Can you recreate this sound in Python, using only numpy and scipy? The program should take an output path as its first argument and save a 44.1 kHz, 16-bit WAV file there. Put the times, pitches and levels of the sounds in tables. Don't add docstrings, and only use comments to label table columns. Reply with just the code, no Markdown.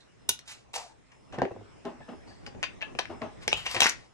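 import sys
import numpy as np
from scipy import signal
from scipy.fft import rfft, irfft, next_fast_len
from scipy.io import wavfile
from scipy.ndimage import uniform_filter1d

SR = 44100
rng = np.random.default_rng(int(sys.argv[2]) if len(sys.argv) > 2 else 0)


def int16_out(signal):
    q = np.round(np.clip(np.atleast_2d(signal).T, -1, 1) * 32767)
    wavfile.write(sys.argv[1], SR, q.astype(np.int16))


def decibels_to_gain(level_db):
    exponent = np.asarray(level_db, float) / 20
    return 10 ** exponent


N = 182441

# frequency in Hz, level in dB per Hz.
HUSH = [(12, -38), (20, 0.5), (293, -5), (1220, -17), (1330, -18.5), (1440, -19.5), (1910, -17.5),
        (2820, -16), (3250, -18), (4670, -24), (5230, -17.5), (5680, -21.5), (8000, -24), (10200, -34),
        (11400, -99), (16000, -60)]
# frequency in Hz, likeness from -1 to 1.
HUSH_ALIKE = [(60, -0.767), (180, -0.572), (550, -0.316), (1650, 0.25), (4970, -0.011), (15000, 0.071)]
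# time in seconds, lift in dB.
STIR = [(0, 4.5), (.6, 1.5), (1.2, 4.5), (1.6, 8), (2.5, 10), (2.75, 12), (3.0, 12.5), (3.45, 13.5),
        (3.998, 6.5), (4.14, 1.5)]
HUSH_DB, HIGH_HUSH_DB, HIGH_SHARE = -63.5, -6, 0.7
# frequency in Hz, width in Hz, level in dB.
HUM = [(61.44, 6.4, -72), (115, 22, -72.5), (244, 20, -87), (386.8, 12, -88.5)]
# start in seconds, end in seconds, level in dB, second harmonic in dB.
MOTOR_RUNS = [
    (.19, .40, -77, -14),
    (1.13, 1.33, -77, -11),
    (2.04, 2.27, -74, -11),
    (2.95, 3.22, -73, -14),
    (4.05, 4.14, -81, -10),
]
MOTOR_HZ = 5160

# frequency in Hz, left-right difference in dB.
PORT_DB = [(100, 8), (250, 5.5), (700, 12.5), (1300, 9), (2400, 11.5), (4400, 8), (8000, 9), (15000, 7)]
# frequency in Hz, lag in radians.
PORT_TURN = [(20, 0), (600, .45), (1500, 1.1), (2500, 2), (3800, 4.2), (5400, 4.9), (7500, 5.3),
             (9500, 6.0), (12000, 7.3), (16000, 9)]
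# time in seconds, extra left-right difference in dB.
HANDS = [(0, -15), (0.351, -6.5), (.45, -11), (1.001, -7.5), (1.5, -9), (2.4, -6.5), (3.001, -5),
         (3.3, -7.5), (4.14, -5.5)]
BENCH_LAG, BENCH_PAN_DB = 0.25, -0.5
# frequency in Hz, T60 in seconds.
ROOM_T60 = [(100, 0.075), (500, 0.2177), (2000, 0.2377), (6000, 0.1914), (12000, 0.14), (16000, 0.018)]
ROOM_TURN_S = .37
EARLY_DB, EARLY_S = 6.5, 0.0044

# frequency in Hz, width in Hz, level in dB.
BENCH = [(253.5, 63, 7.5), (320.2, 62, 3), (387.7, 19, 3.5), (523, 55, -1.5)]
BENCH_TOP = [(624.9, 106, 9.5), (765, 180, 7), (967, 208, 0), (1089, 790, -5), (1550, 570, -15),
             (2538, 220, -8)]
BENCH_LEGS = [(57.4, 11, -3), (98.6, 16, 1.5), (145.3, 6, -1.5)]
# peak in seconds, level in dB, fall in seconds, shake of the legs in dB, brightness in dB.
SHOVES = [(.292, -41.5, 0.0299, 0, -9.5), (1.335, -38, 0.0754, -9.5, 0), (1.388, -27.5, 0.029, -9.5, -3),
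          (1.428, -23, 0.0416, -13.5, -12.5), (1.517, -39, 0.014, 1, -4.5), (1.555, -48, 0.156, 0.5, -12.5),
          (1.856, -31.5, 0.092, -36.5, -2), (2.008, -43, 0.0119, -5, 0.5), (2.09, -36.5, 0.0643, -21.5, -1),
          (2.124, -38.5, 0.0485, -27.5, -5.5), (2.278, -49, 0.078, -0.5, -1),
          (2.476, -42, 0.0173, -2.5, 3.5), (2.547, -59, 0.103, -8.5, -11), (3.103, -34, 0.087, -15.5, -2.5),
          (3.221, -31.5, 0.0772, -14, 1.5), (3.534, -52.5, 0.067, 15, -1.5), (3.579, -62, 0.298, 15.5, -11),
          (3.747, -37.5, 0.12, -2.5, 2), (3.816, -36.5, 0.04, -0.5, 2), (3.858, -32.5, 0.01, -34, 5)]
SHOVE_RISE_S = .011
# start in seconds, peak in dB, length in seconds, thud in dB.
BOUNCES = [
    (1.381, -30, 0.016, -1.5),
    (1.387, -36, 0.0068, 7.5),
    (1.418, -11.5, 0.00306, -12.5),
    (2.01, -46.5, 0.0037, -6.5),
    (2.548, -41.5, 0.0043, -3.5),
    (2.95, -37.5, 0.0073, -4),
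    (3.102, -44, 0.0038, -6),
    (3.4792, -30.5, 0.00746, -16),
    (3.757, -31.5, 0.024, -10),
]
ROCK_START_S, ROCK_GAP_S, ROCK_SHRINK = 1.4523, .0572, .92
ROCK_DB, ROCK_LOSS_DB, ROCK_LENGTH_S, ROCK_THUD_DB = -25, 5.5, 0.0092, -27

# frequency in Hz, level in dB per Hz.
STEEL = [(150, -41), (300, -13), (1000, -2.5), (2600, 4.5), (3500, -2), (5600, 7.5), (7500, -3),
         (10500, -14), (13000, -13), (16000, -35), (18000, -31.5)]
# frequency in Hz, width in Hz, level in dB.
STEEL_MODES = [(1087, 68, -6.5), (1590, 40, -17), (2030, 86, -26), (2488, 230, -20), (2580, 120, -0.5),
               (3000, 610, 21), (4700, 83, -15), (5504, 250, -21.5), (6800, 84, -9.5), (10000, 400, 8)]
# time in seconds, pressure in dB, cavity resonance in Hz.
DRAG = [
    (.73, -69.5, 1000),
    (.735, -44, 965),
    (0.749, -40.5, 825),
    (0.763, -30.5, 735),
    (0.774, -38, 832),
    (0.782, -33, 944),
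    (.79, -41, 828),
    (0.807, -41.5, 814),
    (.85, -48, 713),
    (0.931, -63, 904),
]
SEATED_S, ENTRY_HISS_DB, SEATED_HISS_DB = 0.7675, 4.5, -2.18
# peak in seconds, level in dB, fall in seconds.
SPRING = [
    (2.014, -49.5, 0.088),
    (2.311, -54, 0.029),
    (2.645, -38, 0.0115),
    (2.83, -50, 0.02),
]
# frequency in Hz, width in Hz, level in dB.
SPRING_MODES = [(1720, 70, 0), (2650, 140, -10)]
SPRING_RISE_S = 0.0075
# peak in seconds, pressure in dB, rise in seconds, fall in seconds, resonance in Hz.
HISSES = [
    (.006, -66, 0.00477, 0.063, 1672),
    (2.278, -65, 0.0143, 0.208, 1940),
    (2.465, -51, 0.0037, 0.0261, 2030),
    (3.497, -49.5, 0.0093, 0.018, 2420),
]
RUBS = [
    (3.431, -45.5, .03, 0.038, 2114),
    (3.718, -35.5, 0.098, 0.2396, 2016),
]
GRIPS = [
    (3.519, -34, 0.01, 0.0254, 2200),
    (3.572, -34, 0.02, 0.0974, 2862),
    (3.665, -27.5, .015, 0.017, 2140),
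    (3.775, -36.5, 0.11, 0.057, 1908),
    (3.823, -18, 0.019, 0.021, 2553),
    (3.864, -22.5, .065, 0.055, 2058),
]
BRUSHES = [
    (.478, -45.5, .006, 0.1138, 2650),
    (0.522, -45.5, 0.068, 0.0353, 2617),
]
# top hiss in dB, sharpness from 0 to 1.
SLIDE_KINDS = [
    (10, 0.66),
    (-3.5, 0.3),
    (-8.5, 0.43),
    (2, 0.12),
]
TOP_RATIO = 2.351
AIR_DB = -25
# start in seconds, peak in dB, strongest
# ring in Hz, top crack in dB, rattle T60 in seconds.
THIN_CLICKS = [(.2941, -16.5, 6800, -24.5, 0.0048), (.2985, -35, 3380, -6, 0.015),
               (.3903, -33, 4290, -3, 0.02), (2.4631, -27, 4700, -30.5, 0.0234),
               (3.054, -30, 2045, -12, 0.0162), (3.8652, -11.5, 1834, -8, 0.011),
               (3.8955, -17, 5594, -3, 0.0079), (3.9048, -25.5, 5600, -8, 0.0086)]
FULL_CLICKS = [(.2905, -18, 3646, 1.5, 0.0249), (.2915, -17, 3755, 4, 0.00547),
               (1.1175, -49.5, 1950, -3, 0.053), (2.5491, -49, 2610, -7.5, 0.017),
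               (2.6287, -15.5, 2792, -6.5, 0.0034), (2.6334, -17.5, 1658, -19, 0.0287),
               (2.6395, -15, 4915, -12.5, 0.0123), (2.8085, -38.5, 2480, -25.5, 0.048),
               (2.8182, -28.5, 2560, -8.5, 0.0077), (2.826, -30.5, 2850, -14, 0.066),
               (2.9881, -18.5, 1550, -6.5, 0.0372), (3.4783, -12.5, 5800, -6, 0.00927),
               (3.5167, -27.5, 1680, -30, 0.0082), (3.5285, -10, 2784, -12, 0.0041),
               (3.6625, -20.5, 2654, -17.5, 0.034), (3.7118, -29, 1970, -14.5, 0.0079),
               (3.7633, -16.5, 1720, -14, 0.0267), (3.805, -12, 2020, 4.5, 0.0083),
               (3.8187, -6.5, 2700, -4.5, 0.006), (3.8317, -8.5, 5670, -2.5, 0.0094)]
DULL_CLACKS = [(.7399, -28.5, 2742, -18.5, 0.012), (1.324, -39.5, 1575, -9, 0.105),
               (1.342, -41, 2030, -6, 0.101), (1.3857, -31, 1400, -8.5, 0.0027),
               (1.4185, -22.5, 1570, -16.5, 0.0019), (1.452, -36, 2000, -7.5, 0.0053),
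               (1.852, -35.5, 1703, -5.5, 0.0064), (2.9506, -38.5, 2230, -9.5, 0.0074),
               (2.9924, -16, 1590, -38.5, 0.0026), (3.218, -28.5, 2047, -23, 0.0068),
               (3.7445, -25.5, 2303, -0.5, 0.061), (3.847, -22.5, 1006, 7, 0.012),
               (3.8574, -15, 2047, -10.5, 0.0087)]
MORE_FULL_CLICKS = [(.2885, -25.5, 3910, -5, 0.0154), (.2962, -28.5, 6620, 11.5, 0.0093),
                    (.2995, -39, 9950, -9, 0.01), (.305, -46.5, 3705, -8, 0.0057), (.3095, -33.5, 6310, 0, 0.00875),
                    (2.8145, -30.5, 2020, -29, 0.0063), (3.4805, -18.5, 1610, -9.5, 0.0059),
                    (3.488, -39, 5080, -1.5, 0.0073), (3.538, -30.5, 2670, 7, 0.008),
                    (3.669, -23, 6040, -11.5, .006), (3.677, -27.5, 2400, -4.5, 0.0059),
                    (3.7135, -31, 4700, 5, 0.0046), (3.752, -24.5, 2000, -10.5, .006),
                    (3.7715, -30, 2100, -19.5, 0.006), (3.7775, -26.5, 1183, -18.5, 0.0044),
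                    (3.8032, -10, 3100, -7, 0.0054), (3.8207, -12, 6000, -7.5, 0.0034),
                    (3.8245, -10.5, 2830, -20.5, 0.0075), (3.8385, -14.5, 7000, -22.5, 0.0054),
                    (3.8432, -13.5, 1800, -4.5, 0.0091), (3.849, -20.5, 5960, -8.5, 0.0051),
                    (3.869, -19.5, 2455, 2, 0.0086), (3.8765, -27, 2330, -1.5, 0.0064),
                    (3.891, -25.5, 6660, 1.5, 0.021), (3.899, -36.5, 2427, -3, .008)]
THIN_LOW_DB, FULL_LOW_DB, DULL_LOW_DB = -16, -7, -1
LIGHT_HZ, LIGHT_DB = 3200, -3.5
BUZZ_REF_S = .02
# start in seconds, peak in dB.
TIPS = [(0.2896, -23.5), (0.2922, -12.5), (0.742, -39.5), (2.4626, -56.5), (2.989, -40), (3.4787, -35.5),
        (2.631, -43), (3.713, -36.5), (3.8055, -27)]
TIP_T60_S = 0.014
# start in seconds, peak in dB, frequency in Hz, T60 in seconds.
PINGS = [(.2915, -22.5, 9484, 0.0227), (.2925, -21, 6154, 0.03), (.2930, -25, 1480, 0.0216),
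         (.2945, -22.5, 2857, .045), (.2960, -24, 3832, .045), (.2985, -28.5, 10820, 0.0166),
         (1.3860, -33, 1802, 0.0335), (1.3960, -37, 1581, 0.082), (1.4185, -32.5, 2333, 0.0126),
         (1.4530, -45, 2760, 0.026), (2.6300, -30.5, 1680, 0.052), (2.6400, -29, 4700, 0.0317),
         (2.819, -26, 2726, 0.014), (2.8246, -19.5, 2650, .02), (2.8255, -32, 1700, 0.0714),
         (2.8255, -37, 625.5, 0.0503), (2.9890, -23.5, 1009, 0.0428), (3.4790, -22, 469, 0.017),
         (3.4795, -24.5, 1845, 0.017), (3.4870, -27.5, 5216, 0.041), (3.5286, -14, 2608, .013),
         (3.5305, -23.5, 3290, 0.022), (3.5640, -32, 3135, 0.092), (3.6690, -27.5, 6090, 0.0153),
         (3.7020, -33.5, 2050, 0.023), (3.7130, -34.5, 6940, 0.01), (3.7500, -28, 4960, .015),
         (3.8202, -17.5, 2792, .02), (3.8210, -22.5, 6136, .02), (3.827, -25.5, 2949, .025),
         (3.8320, -12, 5553, 0.023), (3.8400, -20.5, 6570, .02), (3.8455, -25, 5762, .03),
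         (3.6640, -21, 2701, .03), (2.6360, -21.5, 2724, .03), (2.9900, -25.5, 3102, .04),
         (3.8650, -23.5, 6815, 0.0155), (3.8965, -29.5, 5553, 0.011)]
PING_RISE_S = 0.00072
# start in seconds, peak in dB, centre in Hz.
SNAPS = [(0.2909, -12.5, 5000), (.2923, -10.5, 4020), (.2950, -17, 4000), (1.3862, -32.5, 1489),
         (1.4188, -17.5, 1178), (1.4525, -27.5, 1475), (2.6287, -24.5, 2465), (2.6348, -26, 2000),
         (2.6400, -32, 2500), (2.826, -30, 2600), (2.9883, -21.5, 1990), (2.9932, -21, 1470),
         (3.4789, -15, 3410), (3.4805, -17.5, 1460), (3.5299, -14, 3936), (3.7645, -24.5, 1500),
         (3.7708, -26, 2000), (3.8058, -6, 3000), (3.8192, -17.5, 2500), (3.8322, -17, 5000),
         (3.8427, -16.5, 2000), (3.8585, -15.5, 1500), (3.8668, -14, 2200), (3.8962, -13.5, 5500)]
SNAP_SPAN = 1.65


def evened(x):
    return x / np.sqrt(np.mean(x ** 2) + 1e-20)


def read(points, hz):
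    f, value = np.transpose(points)
    return np.interp(np.log(hz + 1), np.log(f + 1), value)


def add(mix, s, sound):
    part = mix[round(s * SR):][:len(sound)]
    part += sound[:len(part)]


def resonate(x, hz, width):
    turn = np.exp(2j * np.pi * np.cumsum(hz * np.ones(len(x))) / SR)
    r = np.exp(-np.pi * width / SR)
    return 2 * (turn * signal.lfilter([1 - r], [1, -r], x / turn + 1e-18)).real


def band(x, lo_hz, hi_hz):
    return signal.sosfilt(signal.butter(3, [lo_hz, min(hi_hz, 20000)], "band", fs=SR, output="sos"), x)


def ring(x, modes):
    return evened(sum(decibels_to_gain(db) * resonate(resonate(x, f, w), f, 3 * w) / np.sqrt(w) for f, w, db in modes))


def causal(points):
    level_db = read(points, abs(np.fft.fftfreq(2048, 1 / SR)))
    log_gain = np.log(decibels_to_gain(np.maximum(level_db, -100)))
    return np.fft.ifft(np.exp(log_gain - 1j * signal.hilbert(log_gain).imag)).real[:1024]


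def grit(count, spread_db):
    draw = rng.random((count, 2))
    return np.sign(draw[:, 0] - .5) * decibels_to_gain(-spread_db * np.log(draw[:, 1] + 0.003))


def stroke(s, db, rise, fall, *steady):
    rise, fall = max(rise, .002), max(fall, .004)
    return [(max(s - rise, 0), db - 20, *steady), (s, db, *steady), (s + 1.5 * fall, db - 30, *steady)]


def unfold(rows):
    s, *columns = np.transpose(rows)
    t = np.arange(s[0], s[-1], 1 / SR)
    return s[0], signal.windows.tukey(len(t), .05), [np.interp(t, s, c) for c in columns]


def hush():
    frames, hz = N // 256 + 5, np.fft.rfftfreq(1024, 1 / SR)
    a, b, c, d, patches = rng.standard_normal((frames, 513, 5)).T
    patches = evened(uniform_filter1d(uniform_filter1d(patches, size=12, axis=0), size=12, axis=1))
    same = np.clip(read(HUSH_ALIKE, hz), -1, 1)[:, None]
    left = a + 1j * b
    right = same * left + np.sqrt(1 - same ** 2) * (c + 1j * d)
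    z = np.array([left, right]) * decibels_to_gain(read(HUSH, hz)[:, None] + 2.6 * patches)
    stir_db = np.interp(np.arange(frames) * 256 / SR, *np.transpose(STIR))
    high = np.clip(np.log2(hz / 1500 + 1e-9), 0, 1)[:, None]
    z *= decibels_to_gain((1 - high) * stir_db + high * (HIGH_HUSH_DB + HIGH_SHARE * stir_db))
    return decibels_to_gain(HUSH_DB - 4) * signal.istft(z, nperseg=1024, noverlap=768)[1][:, :N]


def hum():
    air = rng.standard_normal((3, N))
    tones = [sum(decibels_to_gain(db) * evened(resonate(x, f, w)) for f, w, db in HUM) for x in air]
    return np.array([tones[0] + 0.73 * tones[1], tones[0] + 0.544 * tones[2]])


def motor():
    t = np.arange(N) / SR
    turn = 2 * np.pi * MOTOR_HZ * t
    out = np.zeros(N)
    for start, end, db, second_db in MOTOR_RUNS:
        gate = np.clip(np.minimum(t - start, end - t) / 0.0034, 0, 1)
        out += decibels_to_gain(db) * gate * (np.sin(turn) + decibels_to_gain(second_db) * np.sin(2 * turn))
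    return np.sqrt(2) * out


def tail():
    taps = np.zeros((2, SR // 3))
    at = np.arange(150, SR // 3 - 10, 10)
    at = at + rng.integers(0, 10, (2, len(at)))
    np.put_along_axis(taps, at, rng.choice([-1., 1.], at.shape), 1)
    hz, t, z = signal.stft(taps, SR, nperseg=256)
    out = signal.istft(z * decibels_to_gain(-60 * t / read(ROOM_T60, hz)[:, None]), SR, nperseg=256)[1]
    out = out * decibels_to_gain(EARLY_DB * np.exp(-np.arange(out.shape[1]) / SR / EARLY_S / 2))
    return out / np.linalg.norm(out[0])


def room(x, count=3):
    turn = np.pi * np.arange(N) / SR / ROOM_TURN_S
    out = 0
    for k in range(count):
        share = np.sqrt(2 / count) * np.cos(turn + k * np.pi / count)
        out = out + signal.fftconvolve(x * share, tail(), axes=1)[:, :N]
    return out


def ports(x, lag=1, pan_db=0):
    size = next_fast_len(N + 4096)
    hz, spectrum = np.fft.rfftfreq(size, 1 / SR), rfft(x, size)
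    shade, turn = decibels_to_gain(read(PORT_DB, hz) / 2), np.exp(-1j * lag * read(PORT_TURN, hz))
    side = decibels_to_gain((np.interp(np.arange(N) / SR, *np.transpose(HANDS)) + pan_db) / 2)
    left = irfft(spectrum * shade, size)[:N] * side
    right = irfft(spectrum * turn / shade, size)[:N] / side
    return np.array([left, right])


def shove(rows):
    s, edge, (level_db, legs_db, bright_db) = unfold(rows)
    push = grit(len(level_db), spread_db=-0.5)
    body = ring(push, BENCH)
    body = body + decibels_to_gain(legs_db + 1.5) * ring(push, BENCH_LEGS)
    body = body + decibels_to_gain(bright_db + 0.5) * ring(push, BENCH_TOP)
    return s, edge * decibels_to_gain(level_db - 4.5) * body


def bounce(peak_db, length, thud_db):
    t = np.arange(3000) / SR
    hz = 340 + 700 * np.exp(-t / 0.002847)
    rise = t / (t + 0.00074)
    wave = rise * np.exp(-t / np.clip(length, .002, .02)) * np.sin(2 * np.pi * np.cumsum(hz) / SR)
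    thud = rise * np.exp(-t / 0.0093) * (np.sin(2 * np.pi * 240 * t) + 0.75 * np.sin(2 * np.pi * 142 * t))
    knock = wave / abs(wave).max() + decibels_to_gain(thud_db + 5.0) * thud / abs(thud).max()
    return decibels_to_gain(peak_db - 3.5) * band(knock, 78, 5000)


def rocking(count):
    k = np.arange(count)
    times = ROCK_START_S + ROCK_GAP_S * (1 - ROCK_SHRINK ** k) / (1 - ROCK_SHRINK)
    return [(s, ROCK_DB - ROCK_LOSS_DB * i, ROCK_LENGTH_S, ROCK_THUD_DB) for s, i in zip(times, k)]


def bench():
    out = np.zeros(N)
    for s, *blow in BOUNCES + rocking(count=4):
        add(out, s, bounce(*blow))
    for s, db, *rest in SHOVES:
        add(out, *shove(stroke(s, db, SHOVE_RISE_S, *rest)))
    return out


def drag():
    rows = [(*row, ENTRY_HISS_DB if row[0] < SEATED_S else SEATED_HISS_DB) for row in DRAG]
    s, edge, (pressure_db, hz, hiss_db) = unfold(rows)
    rub = grit(len(edge), spread_db=3.5)
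    cavity = evened(resonate(resonate(rub, hz, 231), hz, 260))
    cavity = evened(cavity + 0.654 * evened(band(rub, 454, 1264)))
    hiss = evened(band(band(rub, 1850, 7590), 1180, 19000))
    return s, edge * decibels_to_gain(pressure_db - 5.0) * (cavity + decibels_to_gain(hiss_db) * hiss)


def spring(rows):
    s, edge, (level_db,) = unfold(rows)
    return s, edge * decibels_to_gain(level_db - 3.5) * ring(grit(len(level_db), spread_db=3.0), SPRING_MODES)


def slide(rows):
    s, edge, (pressure_db, hz, top_db, top_hz, sharp) = unfold(rows)
    rub, fine = grit(len(hz), spread_db=2.5), grit(len(hz), spread_db=3.5)
    sharp = np.clip(sharp, 0, 1)
    broad = evened(band(rub, 779, 4315))
    narrow = evened(resonate(resonate(rub, hz, 590), hz, 522))
    middle = (1 - sharp) * broad + sharp * narrow
    top_broad = evened(band(band(fine, 1430, 7560), 1520, 14000))
    top_narrow = evened(resonate(resonate(fine, top_hz, 810), top_hz, 530))
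    top = (1 - sharp) * top_broad + sharp * top_narrow
    air = evened(band(fine, 7820, 15000))
    return s, edge * decibels_to_gain(pressure_db - 2.0) * (middle + decibels_to_gain(top_db) * top + decibels_to_gain(AIR_DB) * air)


def tip(peak_db):
    t = np.arange(900) / SR
    spit = band(grit(len(t), spread_db=2.0) * decibels_to_gain(-60 * t / TIP_T60_S), 8500, 16500)
    spit = evened(spit) + 0.65 * evened(resonate(spit, 10200, 1200))
    return decibels_to_gain(peak_db) * spit / abs(spit).max()


def ping(peak_db, hz, t60):
    t = np.arange(6000) / SR
    decay = decibels_to_gain(peak_db - 60 * t / max(t60, .005))
    return decay * np.minimum(t / PING_RISE_S, 1) * np.sin(2 * np.pi * hz * t)


def snap(peak_db, hz):
    pulse = band(np.eye(1, 600)[0], hz / SNAP_SPAN, hz * SNAP_SPAN)
    return decibels_to_gain(peak_db) * pulse / abs(pulse).max()


def steel_body(share):
    tap = np.eye(1, 1024)[0]
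    return evened(causal(STEEL)) + share * ring(tap, STEEL_MODES)


def click(body, peak_db, hz, low_db, top_db, t60):
    t = np.arange(3000) / SR
    contact = grit(len(t), spread_db=3.5) * np.minimum(t / 0.00039, 1)
    blow = contact * decibels_to_gain(-60 * t / np.clip(t60, .003, .08))
    buzz = np.clip(contact, -2, 2) * decibels_to_gain(-28.5 - 60 * t / 0.071) * np.sqrt(min(t60 / BUZZ_REF_S, 1))
    rung = signal.oaconvolve(blow + buzz, body)[:len(t)]
    reach_hz = np.clip(14487.5 + 500 * top_db, 6000, 12500)
    favoured = resonate(resonate(blow, hz, 600), hz, 600)
    light_db = LIGHT_DB if hz > LIGHT_HZ else 0
    favoured_db = -6.0
    if hz > 4200:
        favoured_db += top_db - 0.5
    elif hz > LIGHT_HZ:
        favoured_db -= LIGHT_DB
    parts = [band(rung, 316, 1452), band(rung, 1149, 3548), band(rung, 2900, reach_hz), favoured]
    levels = (min(low_db, 0) + light_db, light_db, min(top_db, 10), favoured_db)
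    return sum(decibels_to_gain(peak_db + db + 1.0) * p / abs(p).max() for p, db in zip(parts, levels))


def steel():
    out, body = np.zeros(N), steel_body(share=0.02)
    kinds = ((THIN_CLICKS, THIN_LOW_DB), (FULL_CLICKS, FULL_LOW_DB),
             (DULL_CLACKS, DULL_LOW_DB), (MORE_FULL_CLICKS, FULL_LOW_DB))
    for rows, low_db in kinds:
        for s, db, hz, top_db, t60 in rows:
            add(out, s, click(body, db, hz, low_db, top_db, t60))
    for rows, (top_db, sharp) in zip((HISSES, RUBS, GRIPS, BRUSHES), SLIDE_KINDS):
        for *push, hz in rows:
            add(out, *slide(stroke(*push, hz, top_db, TOP_RATIO * hz, sharp)))
    for s, db, fall in SPRING:
        add(out, *spring(stroke(s, db, SPRING_RISE_S, fall)))
    for s, db in TIPS:
        add(out, s, tip(db))
    for s, *mode in PINGS:
        add(out, s, ping(*mode))
    for s, *contact in SNAPS:
        add(out, s, snap(*contact))
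    add(out, *drag())
    return out


def scene():
    metal, wood = ports(steel()), ports(bench(), BENCH_LAG, BENCH_PAN_DB)
    echoes = room(decibels_to_gain(-8.5) * metal + decibels_to_gain(-6) * wood)
    return metal + wood + echoes + hush() + hum() + motor()


def roll_off(x):
    return signal.sosfilt(signal.butter(12, 16630, fs=SR, output="sos"), x)


def record(dry):
    hz, _, z = signal.stft(dry, SR, nperseg=512)
    power = (abs(z) ** 2).mean(0)
    patch = uniform_filter1d(power, size=9, axis=0)
    floor = decibels_to_gain(2 * -46) * power.sum(0) + decibels_to_gain(2 * -103)
    weak = (patch < floor) & (hz > 10900)[:, None]
    kept = signal.istft(z * ~weak, SR, nperseg=512)[1][:, :N]
    return roll_off(kept)


dry = scene()
out = record(dry)
int16_out(out)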